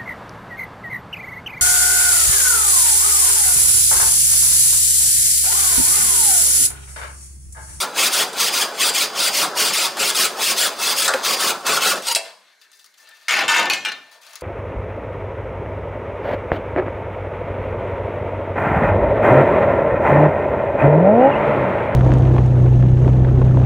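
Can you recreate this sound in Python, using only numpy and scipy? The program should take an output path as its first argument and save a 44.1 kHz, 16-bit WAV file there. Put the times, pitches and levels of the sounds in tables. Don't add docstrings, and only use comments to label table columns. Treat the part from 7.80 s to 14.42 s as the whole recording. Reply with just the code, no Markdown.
import sys
import numpy as np
from scipy import signal
from scipy.fft import rfft, irfft
from scipy.io import wavfile

SR = 44100
rng = np.random.default_rng(int(sys.argv[2]) if len(sys.argv) > 2 else 0)


def boost(x):
    u = np.asarray(x, float) / 20
    return 10 ** u


def generate_wav(signal):
    frames = np.transpose(np.atleast_2d(signal))
    scaled = np.clip(frames, -1, 1) * 32767
    pcm = np.round(scaled).astype(np.int16)
    wavfile.write(sys.argv[1], SR, pcm)


N = 291942
STEP = 1024

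# turn/s, swell/s, bite/s, rasp/dB, panel drone/dB
STROKES = [(0.0, 0.0016, 0.023, -21.5, -25.5), (.136, 0.05, 0.091, -19, -26), (.31, 0.019, 0.095, -20, -25),
           (.519, 0.083, 0.081, -19.5, -26.5), (0.716, .019, 0.091, -20.5, -24.5),
           (.928, 0.085, 0.082, -19.5, -27), (1.135, 0.014, 0.085, -20.5, -31),
           (1.32, 0.077, 0.088, -19.5, -27), (1.524, 0.022, 0.09, -20, -25.5),
           (1.739, 0.037, .12, -20, -24.5), (1.92, 0.018, 0.12, -20, -28.5),
           (2.151, 0.051, 0.1, -20.5, -26), (2.34, 0.015, 0.099, -19.5, -27),
           (2.547, 0.081, 0.093, -21, -27.5), (2.759, .02, .084, -19.5, -27),
           (2.957, 0.071, 0.097, -21.5, -26), (3.156, 0.02, 0.089, -20, -27),
           (3.417, .032, 0.093, -21, -26), (3.578, 0.025, 0.099, -21.5, -24.5),
           (3.838, .027, 0.11, -21.5, -23), (4.0, .023, 0.095, -20.5, -24), (4.212, .06, 0.05, -27, -35.5)]
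# t/s, peak/dB, panel minus peak/dB, ring/dB, favoured f/Hz
KNOCKS = [(0.5308, -35.5, -10, -3, 1010), (0.9539, -58, -6, -9, 507), (2.1697, -30, 1.5, -7, 783.4),
          (3.279, -18, 7.5, -8, 1403), (3.337, -29, 19.5, -2, 2250), (3.8074, -46, -1, -8, 819),
          (3.8659, -20.5, -18, -7, 2261), (4.2222, -35.5, -15, -15.5, 1300), (4.2692, -31, -2, -7.5, 4326),
          (4.349, -16.5, -36.5, -11, 7040), (4.3581, -19, -4, 10, 2720)]
# t/s, peak/dB, thud minus peak/dB, ring/dB, favoured f/Hz
LANDINGS = [(5.4826, -15, -37, -4, 2600), (5.492, -20, -30, 3, 2200), (5.508, -20, -25, 4, 2140),
            (5.522, -19, -25, 4, 2140), (5.5394, -18, -25, 1, 2140), (5.59, -19, -15, 2, 2140),
            (5.607, -21, -8, 3, 1500), (5.5701, -19, -18, -1, 3120), (5.68, -13, -30, 1, 3200),
            (5.6888, -19, -20, 10, 3000), (5.699, -21, -20, 11, 3100), (5.709, -22, 5, 13, 900),
            (5.74, -23, -8, 10, 1780), (5.762, -19, -8, 7, 1600), (5.7811, -17, -8, 3, 3000),
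            (5.795, -19, -6, 4, 1400), (5.8274, -20, -5, -2, 1780), (5.855, -22, 2, 2, 900),
            (5.8986, -13, -30, 3, 2500), (5.9333, -14, -25, -3, 4100), (6.0492, -21, -25, 6, 3300),
            (6.058, -24, -25, 6, 2600), (6.085, -28, -10, 3, 2400), (6.068, -29, 3, 9, 900),
            (6.118, -27, -8, 3, 2500)]


def rms_one(x):
    return x / np.sqrt(np.mean(x ** 2) + 1e-20)


def at_hz(points, hz):
    return np.interp(np.log(hz), np.log(np.array(points)[:, 0]), np.array(points)[:, 1])


def high_pass(x, order, hz):
    return signal.sosfilt(signal.butter(order, hz, "high", fs=SR, output="sos"), x)


def resonate(drive, hz, t60):
    r, w = boost(-60 / (t60 * SR)), 2 * np.pi * hz / SR
    return signal.lfilter([0, np.sin(w)], [1, -2 * r * np.cos(w), r * r], drive)


def drift(rate):
    r = np.exp(-80 * np.pi * rate / SR)
    slow = signal.lfilter([1], [1, -2 * r, r * r], rng.standard_normal(N // 40 + 2002))[2000:]
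    return np.interp(np.arange(N) / 40, np.arange(len(slow)), rms_one(slow))


def grains(per_s, spread_db):
    sizes = boost(spread_db * np.minimum(rng.exponential(1, N), 5)) * rng.choice([-1, 1], N)
    return rms_one(sizes * (rng.random(N) < per_s / SR))


def gains(rows, rise_s, late_s, fall_db_per_s, dull_db_per_s):
    out = np.zeros((3, N))
    for s, hold, level_db, low_db, high_db in rows:
        at = round(s * SR)
        t = np.arange(min(N - at, SR // 2)) / SR
        main = boost(level_db - fall_db_per_s * np.maximum(t - hold, 0)) * np.minimum(t / rise_s, 1)
        low = boost(low_db) * np.minimum(t / late_s, 1)
        high = boost(high_db - dull_db_per_s * t)
        parts = main * [boost(0 * t), low, high]
        out[:, at:at + len(t)] = np.maximum(out[:, at:at + len(t)], parts)
    return out


def blows(events, crack_db, length_s):
    out = np.zeros((3, N))
    burst = np.exp(-np.arange(400) / (length_s * SR))
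    shapes = rng.standard_normal((len(events), 400)) * burst / np.sqrt(np.sum(burst ** 2))
    for (s, peak_db, low_db, ring_db, near_hz), shape in zip(events, shapes):
        at = round(s * SR)
        blow = boost(peak_db + crack_db + np.c_[[0, low_db, 0]]) * shape
        out[:, at:at + 400] += blow[:, :N - at]
    return out


def body(spectrum, low_hz, high_hz, t60_at_1k, slope, direct, place, count):
    # f/Hz, side minus mid/dB
    side_by_hz = [(60, -37), (180, -45), (550, -25.5), (1650, -21), (4970, -18.5), (15000, -10.5)]
    # f/Hz, share of a source's left lean [1]
    lean_by_hz = [(400, 0.1), (1200, .4), (4000, 0.9), (12000, 0.9)]
    edges_hz = 70 * 2 ** np.arange(0, 8.1, 1 / 3)
    t, out, (lean_db, wide_db) = np.arange(8 * STEP) / SR, 0, place
    white = rng.standard_normal((2, count, 2, len(t)))
    path = 9 * rng.permutation(count)
    for k, (low, high) in enumerate(zip(edges_hz, edges_hz[1:])):
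        hz = np.sqrt(low * high)
        if low_hz < hz < high_hz:
            fade = boost(-60 * t / (t60_at_1k * (hz / 1000) ** -slope))
            dying = white[k % 2] * fade
            click = (-1) ** k * direct * np.sqrt(np.sum(fade ** 2))
            dying[np.arange(count), 0, path] = click
            band = signal.sosfilt(signal.butter(2, [low, high], "band", fs=SR, output="sos"), dying)
            energy = np.mean(np.sum(band[:, 0] ** 2, axis=1))
            level = boost(at_hz(spectrum, hz)) * np.sqrt((high - low) / energy)
            side = boost(at_hz(side_by_hz, hz) + wide_db) * band[:, 1:] * [[1], [-1]]
            lean = boost(lean_db / 2 * at_hz(lean_by_hz, hz) * np.c_[[1, -1]])
            out = out + level * (band[:, :1] + side) * lean
    return out / np.sqrt(np.sum(out ** 2, axis=(1, 2), keepdims=True) / 2)


def contact(forces, spectrum, edges_hz, t60_at_1k, slope, direct, place, count):
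    parts = [(edges_hz[0], edges_hz[1]), (0, edges_hz[0]), (edges_hz[1], SR)]
    responses = [body(spectrum, *p, t60_at_1k, slope, direct, place, count) for p in parts]
    bodies = np.array([rfft(response, 10 * STEP) for response in responses])
    out = np.zeros((2, N + 12 * STEP))
    fade = np.sin(np.pi * np.arange(2 * STEP) / (2 * STEP))
    padded = np.pad(forces, ((0, 0), (STEP, 2 * STEP)))
    order = rng.random(N // STEP + 2)
    for k, at in enumerate(range(0, N + STEP, STEP)):
        piece = padded[:, at:at + 2 * STEP] * fade
        if piece.any():
            place_now = (2 * int(order[k] * count / 2) + k % 2) % count
            heard = rfft(piece, 10 * STEP)[:, None] * bodies[:, place_now]
            out[:, at:at + 10 * STEP] += irfft(np.sum(heard, axis=0))
    return out[:, STEP:STEP + N]


def modes(force, events, table, moves):
    out, (s, peak_db, low_db, ring_db, near_hz) = 0, np.transpose(events)
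    luck = rng.standard_normal((len(events), len(table)))
    for k, (hz, level_db, t60) in enumerate(table):
        drive = force * boost(level_db + 1.6 * drift(moves)) + 1e-18
        off_db = 8 * abs(np.log2(hz / near_hz))
        hit_db = peak_db + ring_db + level_db - off_db + 2 * luck[:, k]
        drive[np.round(s * SR).astype(int)] += boost(hit_db)
        out = out + (-1) ** k * resonate(drive, hz, t60)
    return out


def saw():
    # f/Hz, level per Hz/dB
    cut = [(47, -62), (80, -63), (99, -25), (125, -28.5), (166, -14), (283, -12), (386, -7.5), (431, -3.5),
           (1430, -6.5), (2270, -8.5), (4730, -5.5), (5520, -13), (8410, -3.5), (14000, -17.5),
           (16000, -11)]
    # f/Hz, level per Hz/dB
    snap = [(100, -70), (300, -24), (600, -3), (1400, -3), (2000, -7), (4000, -5), (8000, -6), (16000, -24)]
    parts_hz = (1800, 6500)
    push = strokes()
    force = teeth(np.minimum(push[0] / boost(-21), 1.2))
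    rasp = contact(boost(1.41) * push * force, cut, parts_hz,
                   t60_at_1k=0.16, slope=0.7, direct=0.82, place=(.9, 3), count=6)
    knocks = blows(KNOCKS, crack_db=27, length_s=0.00074)
    panel = contact(knocks, snap, parts_hz,
                    t60_at_1k=0.33, slope=0.56, direct=0.41, place=(.9, 1), count=2)
    ring = blade(push[0] * force) + flap(push[1] * force) + singing(push[0])
    ring = high_pass(ring, 2, 200)
    return rasp + panel + ring * boost([[.5], [-.5]])


def strokes():
    # t/s, half length/s, change of pressure/dB
    pressure = [(0.097, .04, -4.5), (0.559, 0.032, -4), (0.973, .03, -4), (1.718, 0.039, -4),
                (3.285, .03, -8.5), (3.379, .08, 5), (3.802, .07, -9), (4.165, 0.029, 4.5),
                (4.283, 0.01, 4.5), (4.292, 0.0065, -2.5), (4.317, 0.021, 4), (4.338, .014, -14)]
    free_s = 4.345
    turn, swell, bite, bite_db, drone_db = np.transpose(STROKES)

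    def pull_push(pull, push):
        return np.resize((pull, push), len(turn))

    turn_db, ease = pull_push(-30, -41), pull_push(.035, .016)
    dip_db, sag_db = pull_push(-5, -6.5), pull_push(-3.5, -1)
    growth_db = pull_push(5.5, -1)
    times = np.minimum(np.cumsum([turn, swell, bite, ease], axis=0), np.append(turn[1:], free_s)).T
    eased_db = np.maximum(bite_db - 13.5, np.roll(turn_db, -1))
    t = np.arange(N) / SR
    rasp_db = np.interp(t, times.ravel(), np.c_[turn_db, bite_db, bite_db, eased_db].ravel())
    panel_db = np.c_[dip_db, -growth_db / 2, growth_db / 2, sag_db] + drone_db[:, None]
    panel_db = np.interp(t, times.ravel(), panel_db.ravel()) + 1.6 * drift(9.4)
    sizzle_db = rasp_db - 3.0 + 0.19 * (rasp_db + 21.5) + 0.67 * drift(2.8)
    lean_db = sum(np.interp(t, [s - half, s, s + half], [0, db, 0]) for s, half, db in pressure)
    return boost(np.array([rasp_db, panel_db, sizzle_db]) + lean_db) * (t < free_s)


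def teeth(speed):
    phase = np.cumsum(1300 * speed ** .4 * boost(1.5 * drift(60))) / SR
    bite = np.diff(np.floor(phase), prepend=0) * boost(2.75 * rng.standard_normal(N))
    chips = grains(16000, 1.56)
    return rms_one(0.82 * rms_one(bite - bite.mean()) + chips) * boost(0.8 * drift(27))


def blade(force):
    # f/Hz, level/dB, t60/s
    blade_modes = [(512, -10, .08), (620, -11, .08), (1410, -16, .08), (1470, -13, .12), (2080, -12, .08),
                   (2660, -8, .15), (3295, -8, .12), (4000, -10, .15), (4380, -7, .1), (4500, -7, .1),
                   (4755, -8, .12), (4890, -13, .24), (5200, -9, .08), (6860, -11, .12), (7465, -10, .1),
                   (8460, -9, .07), (9030, -11, .07), (9485, -13, .15), (10670, -15, .1), (14000, -17, .04)]
    # f/Hz, level/dB, t60/s
    snag_modes = [(930, -4, .08), (2720, -12, .07), (2900, -6, .06), (4250, -5, .03), (4800, -7, .22),
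                  (5500, -6, .025), (6900, -4, .03), (8300, -4, .02), (9500, -7, .08), (10700, -6, .04),
                  (11500, -6, .035), (13600, -9, .02)]
    # t/s, peak/dB, low/dB, ring/dB, favoured f/Hz
    snags = [
        (4.2745, -19, 0, 0, 4250),
        (4.2811, -19, 0, 0, 6900),
        (4.316, -17, 0, 0, 4800),
        (4.325, -17, 0, 0, 11000),
        (4.358, -12, 0, 0, 3300),
        (4.3585, -17, 0, 0, 10500),
    ]
    # f/Hz, level/dB, t60/s
    crack = [(1400, 0, .03), (1900, 0, .025), (2500, 0, .022), (3200, 0, .02), (4000, 0, .018),
             (5000, 0, .016), (6300, 0, .016), (7700, 0, .016), (9500, -3, .012), (12000, -6, .01)]
    # t/s, peak/dB, low/dB, ring/dB, favoured f/Hz
    slaps = [
        (3.2782, -16, 0, 0, 1400),
        (3.3372, -13, 0, 0, 1900),
        (3.3395, -16, 0, 0, 3000),
        (4.3492, -13, 0, 0, 5500),
        (4.351, -15, 0, 0, 7000),
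        (4.3577, -16, 0, 0, 3500),
        (4.36, -17, 0, 0, 7000),
    ]
    # f/Hz, level/dB, t60/s
    spring = [(665, 18, .4), (1771, -7, .4), (2690, -1, .32), (4000, -12, .35), (4441, -22, .4),
              (4797, 1, .17), (4899, -14, .25), (6858, -15, .23), (8328, -11, .16), (9485, -9, .26)]
    # t/s, peak/dB, low/dB, ring/dB, favoured f/Hz
    sprung = [
        (4.35841, -21, 0, 0, 4797),
    ]
    silent = np.zeros(N)
    ring = modes(boost(-36.5) * force, KNOCKS, blade_modes, moves=9)
    snagging = np.arange(N) > 4.268 * SR
    ring += modes(boost(-22.5) * force * snagging, snags, snag_modes, moves=30)
    ring += modes(silent, slaps, crack, moves=9)
    return ring + modes(silent, sprung, spring, moves=9)


def flap(force):
    # f/Hz, level/dB, t60/s
    flap_modes = [(240, -13, .1), (530, 0, .09), (610, -8, .06), (770, -3, .05), (1150, -1, .07),
                  (1320, -4, .06), (1420, 0, .09)]
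    # t/s, peak/dB, low/dB, ring/dB, favoured f/Hz
    jolts = [(3.279, -12, 0, -4, 1300), (3.288, -16, 0, -1, 1400), (3.301, -17, 0, 1, 1150),
             (3.308, -19, 0, -2, 1450), (3.32, -20, 0, -3, 770), (3.343, -12, 0, 2, 530),
             (3.3505, -14, 0, 0, 530), (3.809, -30, 0, 0, 1000), (3.93, -20.5, 0, 6.5, 1200),
             (3.972, -17, 0, 3.5, 1297), (4.366, -26, 0, 0, 663)]
    groaning = np.arange(N) > 3.92 * SR
    return modes(boost(-28.5) * force * groaning, jolts, flap_modes, moves=20)


def singing(push):
    # f/Hz, t60/s, growth along a bite/dB, phase wander/rad, lift/dB
    singers = [
        (2630, .04, -8, 5, 6),
        (4795, .2, 3, .6, 6),
        (4890, .15, 3, 1.1, 2.5),
    ]
    # level of each mode in turn/dB, /dB, /dB
    levels = [(-45, -49, -45), (-26, -32, -37), (-43, -39, -33), (-37, -33, -28), (-45, -46, -29),
              (-31, -29, -41), (-35, -32.5, -33), (-34, -29, -39), (-43, -40, -43), (-40, -30, -47),
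              (-42, -61, -27), (-32, -37, -42), (-44, -49, -31), (-30.5, -32, -45.5), (-41.5, -41.5, -32.5),
              (-30.5, -30, -39), (-40, -37.5, -38), (-40, -28.5, -41), (-43, -45, -34), (-30.5, -44.5, -43),
              (-27, -48, -42.5), (-44, -39, -49.5)]
    turn, swell, bite, bite_db, drone_db = np.transpose(STROKES)
    times = np.c_[turn + swell, turn + swell + bite].ravel()
    t, out = np.arange(N) / SR, 0
    for (hz, t60, growth_db, wander, lift_db), level_db in zip(singers, np.transpose(levels) - bite_db):
        r, w = boost(-60 / (t60 * SR)), 2 * np.pi * hz / SR
        bite_levels = np.c_[level_db - growth_db / 2, level_db + growth_db / 2].ravel()
        gain = boost(np.interp(t, times, bite_levels) + lift_db)
        chatter = np.sin(w * np.arange(N) + wander * drift(11.2))
        out = out + resonate(2 * (1 - r) * push * gain * chatter, hz, t60)
    return out


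def dropped_saw():
    # t/s, hold/s, rattle/dB, thud minus rattle/dB, sizzle minus rattle/dB
    rattle = [
        (5.483, 0.13, -14.5, -6, -7.5),
        (5.681, 0.03, -18.5, -25, 1),
        (5.709, 0.098, -15.5, -2, -8),
        (5.83, 0.034, -23, 8.5, -17),
        (5.9, 0.026, -23, -9, -0.5),
        (6.05, 0.03, -22, -8.5, -15),
    ]
    # f/Hz, level per Hz/dB
    bench = [(47, -49), (80, -29), (338, -10.5), (493, -10.5), (958, -5), (1170, -20), (1280, 9.5),
             (1780, 4), (1950, 2), (2600, 5), (4420, -6.5), (7050, -13), (16000, -30)]
    # f/Hz, level/dB, t60/s
    frame_pair = [(1771, -7, 1.0), (1782, -1, 1.2)]
    # t/s, peak/dB, low/dB, ring/dB, favoured f/Hz
    frame_struck = [
        (5.74, -22, 0, 0, 1780),
    ]
    chattering = rms_one(grains(2500, 2.2) + 0.75 * grains(150, 0.43))
    force = chattering * gains(rattle, rise_s=0.003, late_s=0.12, fall_db_per_s=191, dull_db_per_s=48)
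    force = boost(-3.0) * force + blows(LANDINGS, crack_db=18.5, length_s=0.00096)
    chatter = contact(force, bench, (1200, 4500),
                      t60_at_1k=0.16, slope=0.56, direct=0.37, place=(4, 4.5), count=4)
    ring = modes(boost(-68) * force[0], frame_struck, frame_pair, moves=9.6) + struck_tools(force[0])
    ring = high_pass(ring, 2, 600)
    return chatter + ring * boost([[1.1], [-1.1]])


def struck_tools(force):
    # f/Hz, width/Hz, level/dB
    first_tools = [(974, 92, -8), (1420, 23, -4), (1650, 50, -5), (1790, 22, -3), (2140, 170, 0),
                   (2500, 30, -5), (2800, 22, -8), (3120, 34, -6), (3670, 57, -7), (4770, 58, -13),
                   (5630, 43, -12), (5780, 25, -16), (6310, 55, -19), (6860, 120, -16)]
    second_tools = [(930, 90, -3), (1250, 21, -4), (1480, 30, -3), (1780, 30, -3), (2140, 29, -7),
                    (2680, 34, -3), (2810, 15, -8), (3020, 53, -8), (3670, 60, -14), (3920, 22, -13),
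                    (4810, 44, -15), (5720, 31, -18), (6350, 27, -17), (6810, 28, -15)]
    third_tools = [(2140, 22, -7), (2470, 16, -3), (2580, 13, -3), (2910, 20, -4), (3230, 29, -8),
                   (3640, 29, -5), (4130, 110, -10), (4480, 28, -11), (4710, 25, -12), (5050, 40, -14),
                   (5710, 24, -12), (6080, 26, -10), (7310, 26, -11)]
    last_tools = [(856, 45, -8), (1480, 120, -5), (1780, 26, -1), (2140, 25, -8), (2380, 18, 1),
                  (2830, 28, 0), (3040, 24, -7), (3220, 58, -8), (3670, 11, 0), (4120, 17, 2),
                  (5070, 27, -13), (5480, 79, -15), (5740, 30, -14), (6120, 36, -15)]
    bounces = [
        (5.48, -35.5),
        (5.678, -22.5),
        (5.897, -18.5),
        (6.046, -27.5),
    ]
    out, t = 0, np.arange(N) / SR
    ends = [s for s, db in bounces[1:]] + [N / SR]
    tools = (first_tools, second_tools, third_tools, last_tools)
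    for (s, drive_db), end, peaks in zip(bounces, ends, tools):
        table = [(hz, db + 20 * np.log10(width / 30) - 4, 3.2 / width) for hz, width, db in peaks]
        hits = [row for row in LANDINGS if s <= row[0] < end]
        out = out + modes(boost(drive_db) * force * (t >= s) * (t < end), hits, table, moves=12)
    return out


def hands():
    # t/s, hold/s, rub/dB, low minus rub/dB, high minus rub/dB
    rubbing = [(4.44, 0.029, -39.5, -1.5, -15), (4.6, 0.1, -55.5, -14.5, -20.5),
               (4.805, 0.013, -54, -24, -3), (4.925, 0.031, -66.5, -25, 14), (4.985, 0.0092, -69, -21, 17),
               (5.04, 0.018, -71, -22, 15), (5.17, 0.064, -58, -2, 4), (5.23, 0.082, -52.5, -10, -8.5),
               (5.33, 0.16, -54, -11, -4), (6.14, 0.022, -51, -13, -5), (6.2, 0.15, -54, -2.5, -9),
               (6.305, 0.039, -49, 0, -4), (6.41, 0.14, -48, -6.5, -3.5), (6.55, 0.032, -55, -10, 3)]
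    # t/s, peak/dB, low minus peak/dB, ring/dB, favoured f/Hz
    ticking = [(4.8143, -41, -28, -8, 2900), (4.916, -38, -24, -23, 3630), (4.929, -45.5, -29, -1, 4010),
               (4.995, -41, -24, -8, 4000), (5.043, -36, -25, -25, 4077), (5.06, -40, -26, -19.5, 4860),
               (5.1402, -42.5, -17, -36, 1710), (5.177, -45, -20, -23, 3670), (5.289, -36, -23, -36, 2450),
               (6.315, -45, -2, -6, 1850), (6.4655, -35, -22, -13, 3800), (6.533, -32, -22, -27, 2950),
               (6.555, -21.5, -35, -17, 4270), (6.609, -28, -27, -32, 4270)]
    # f/Hz, level per Hz/dB
    skin = [(88, -63), (150, -28), (450, -20), (589, 3), (716, -11), (821, -8), (888, -3), (2100, 0.5),
            (5910, -2.5), (16000, -13)]
    # f/Hz, level/dB, t60/s
    frame = [(1760, -4, .2), (1781, 2, .3), (2668, -5, .15), (3630, -5, .15), (4077, -5, .15),
             (4797, -6, .2)]
    force = gains(rubbing, rise_s=0.0052, late_s=0.054, fall_db_per_s=236, dull_db_per_s=5)
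    force = force * grains(9200, 5.0) * boost(0.8 * drift(28))
    ticks = blows(ticking, crack_db=14.0, length_s=0.00067)
    rub = contact(boost(1.0) * force + ticks, skin, (1200, 4500),
                  t60_at_1k=0.41, slope=1.0, direct=0.48, place=(6, 7), count=2)
    carried = np.interp(np.arange(N) / SR, (4.8, 5.48), [.5, 1], left=.1, right=.15)
    ring = modes(boost(-28) * carried * force[0], ticking, frame, moves=5)
    return rub + ring * boost([[2.2], [-2.2]])


def workshop(x):
    t60_s = 0.47
    t = np.arange(SR) / SR
    dull = signal.lfilter([1], [1, -.35], rng.standard_normal((2, SR)))
    mid, side = dull * boost(-60 * t / t60_s) * (t > .012)
    side = high_pass(side, 4, 500)
    tail = (mid + 0.49 * side * [[1], [-1]]) / np.sqrt(np.sum(mid ** 2))
    return signal.oaconvolve(x.mean(axis=0)[None], tail)[:, :N]


def air():
    # f/Hz, level per Hz/dB
    hush_spectrum = [(59, -70), (100, -32), (400, -16), (1250, -9.5), (1720, 5.5), (2750, -8), (4770, 2),
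                     (5900, 4), (14400, -8), (16000, -25.5)]
    hush = boost(-57.5) * rng.standard_normal((3, N)) * boost([[-2], [-12], [-7]])
    return contact(hush, hush_spectrum, (1200, 4500),
                   t60_at_1k=0.18, slope=0.57, direct=0.37, place=(1.5, 12), count=2)


def scene():
    near = saw() + dropped_saw() + hands()
    return near + boost(-17.5) * workshop(near) + air()


def low_pass(x):
    return signal.sosfilt(signal.butter(12, 17040, fs=SR, output="sos"), x)


def record(dry):
    thin = high_pass(dry, 6, 125)
    hold = np.exp(-1 / (0.093 * SR))
    level = np.sqrt(signal.lfilter([1 - hold], [1, -hold], np.mean(thin ** 2, axis=0)))
    held = thin * np.maximum(level / boost(-11.5), 1) ** -.6
    rounded = 0.89 * np.tanh(held / 1.096)
    top_cut = signal.ellip(12, .5, 80, 15800, fs=SR, output="sos")
    return low_pass(signal.sosfilt(top_cut, rounded))


dry = scene()
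out = record(dry)
generate_wav(out)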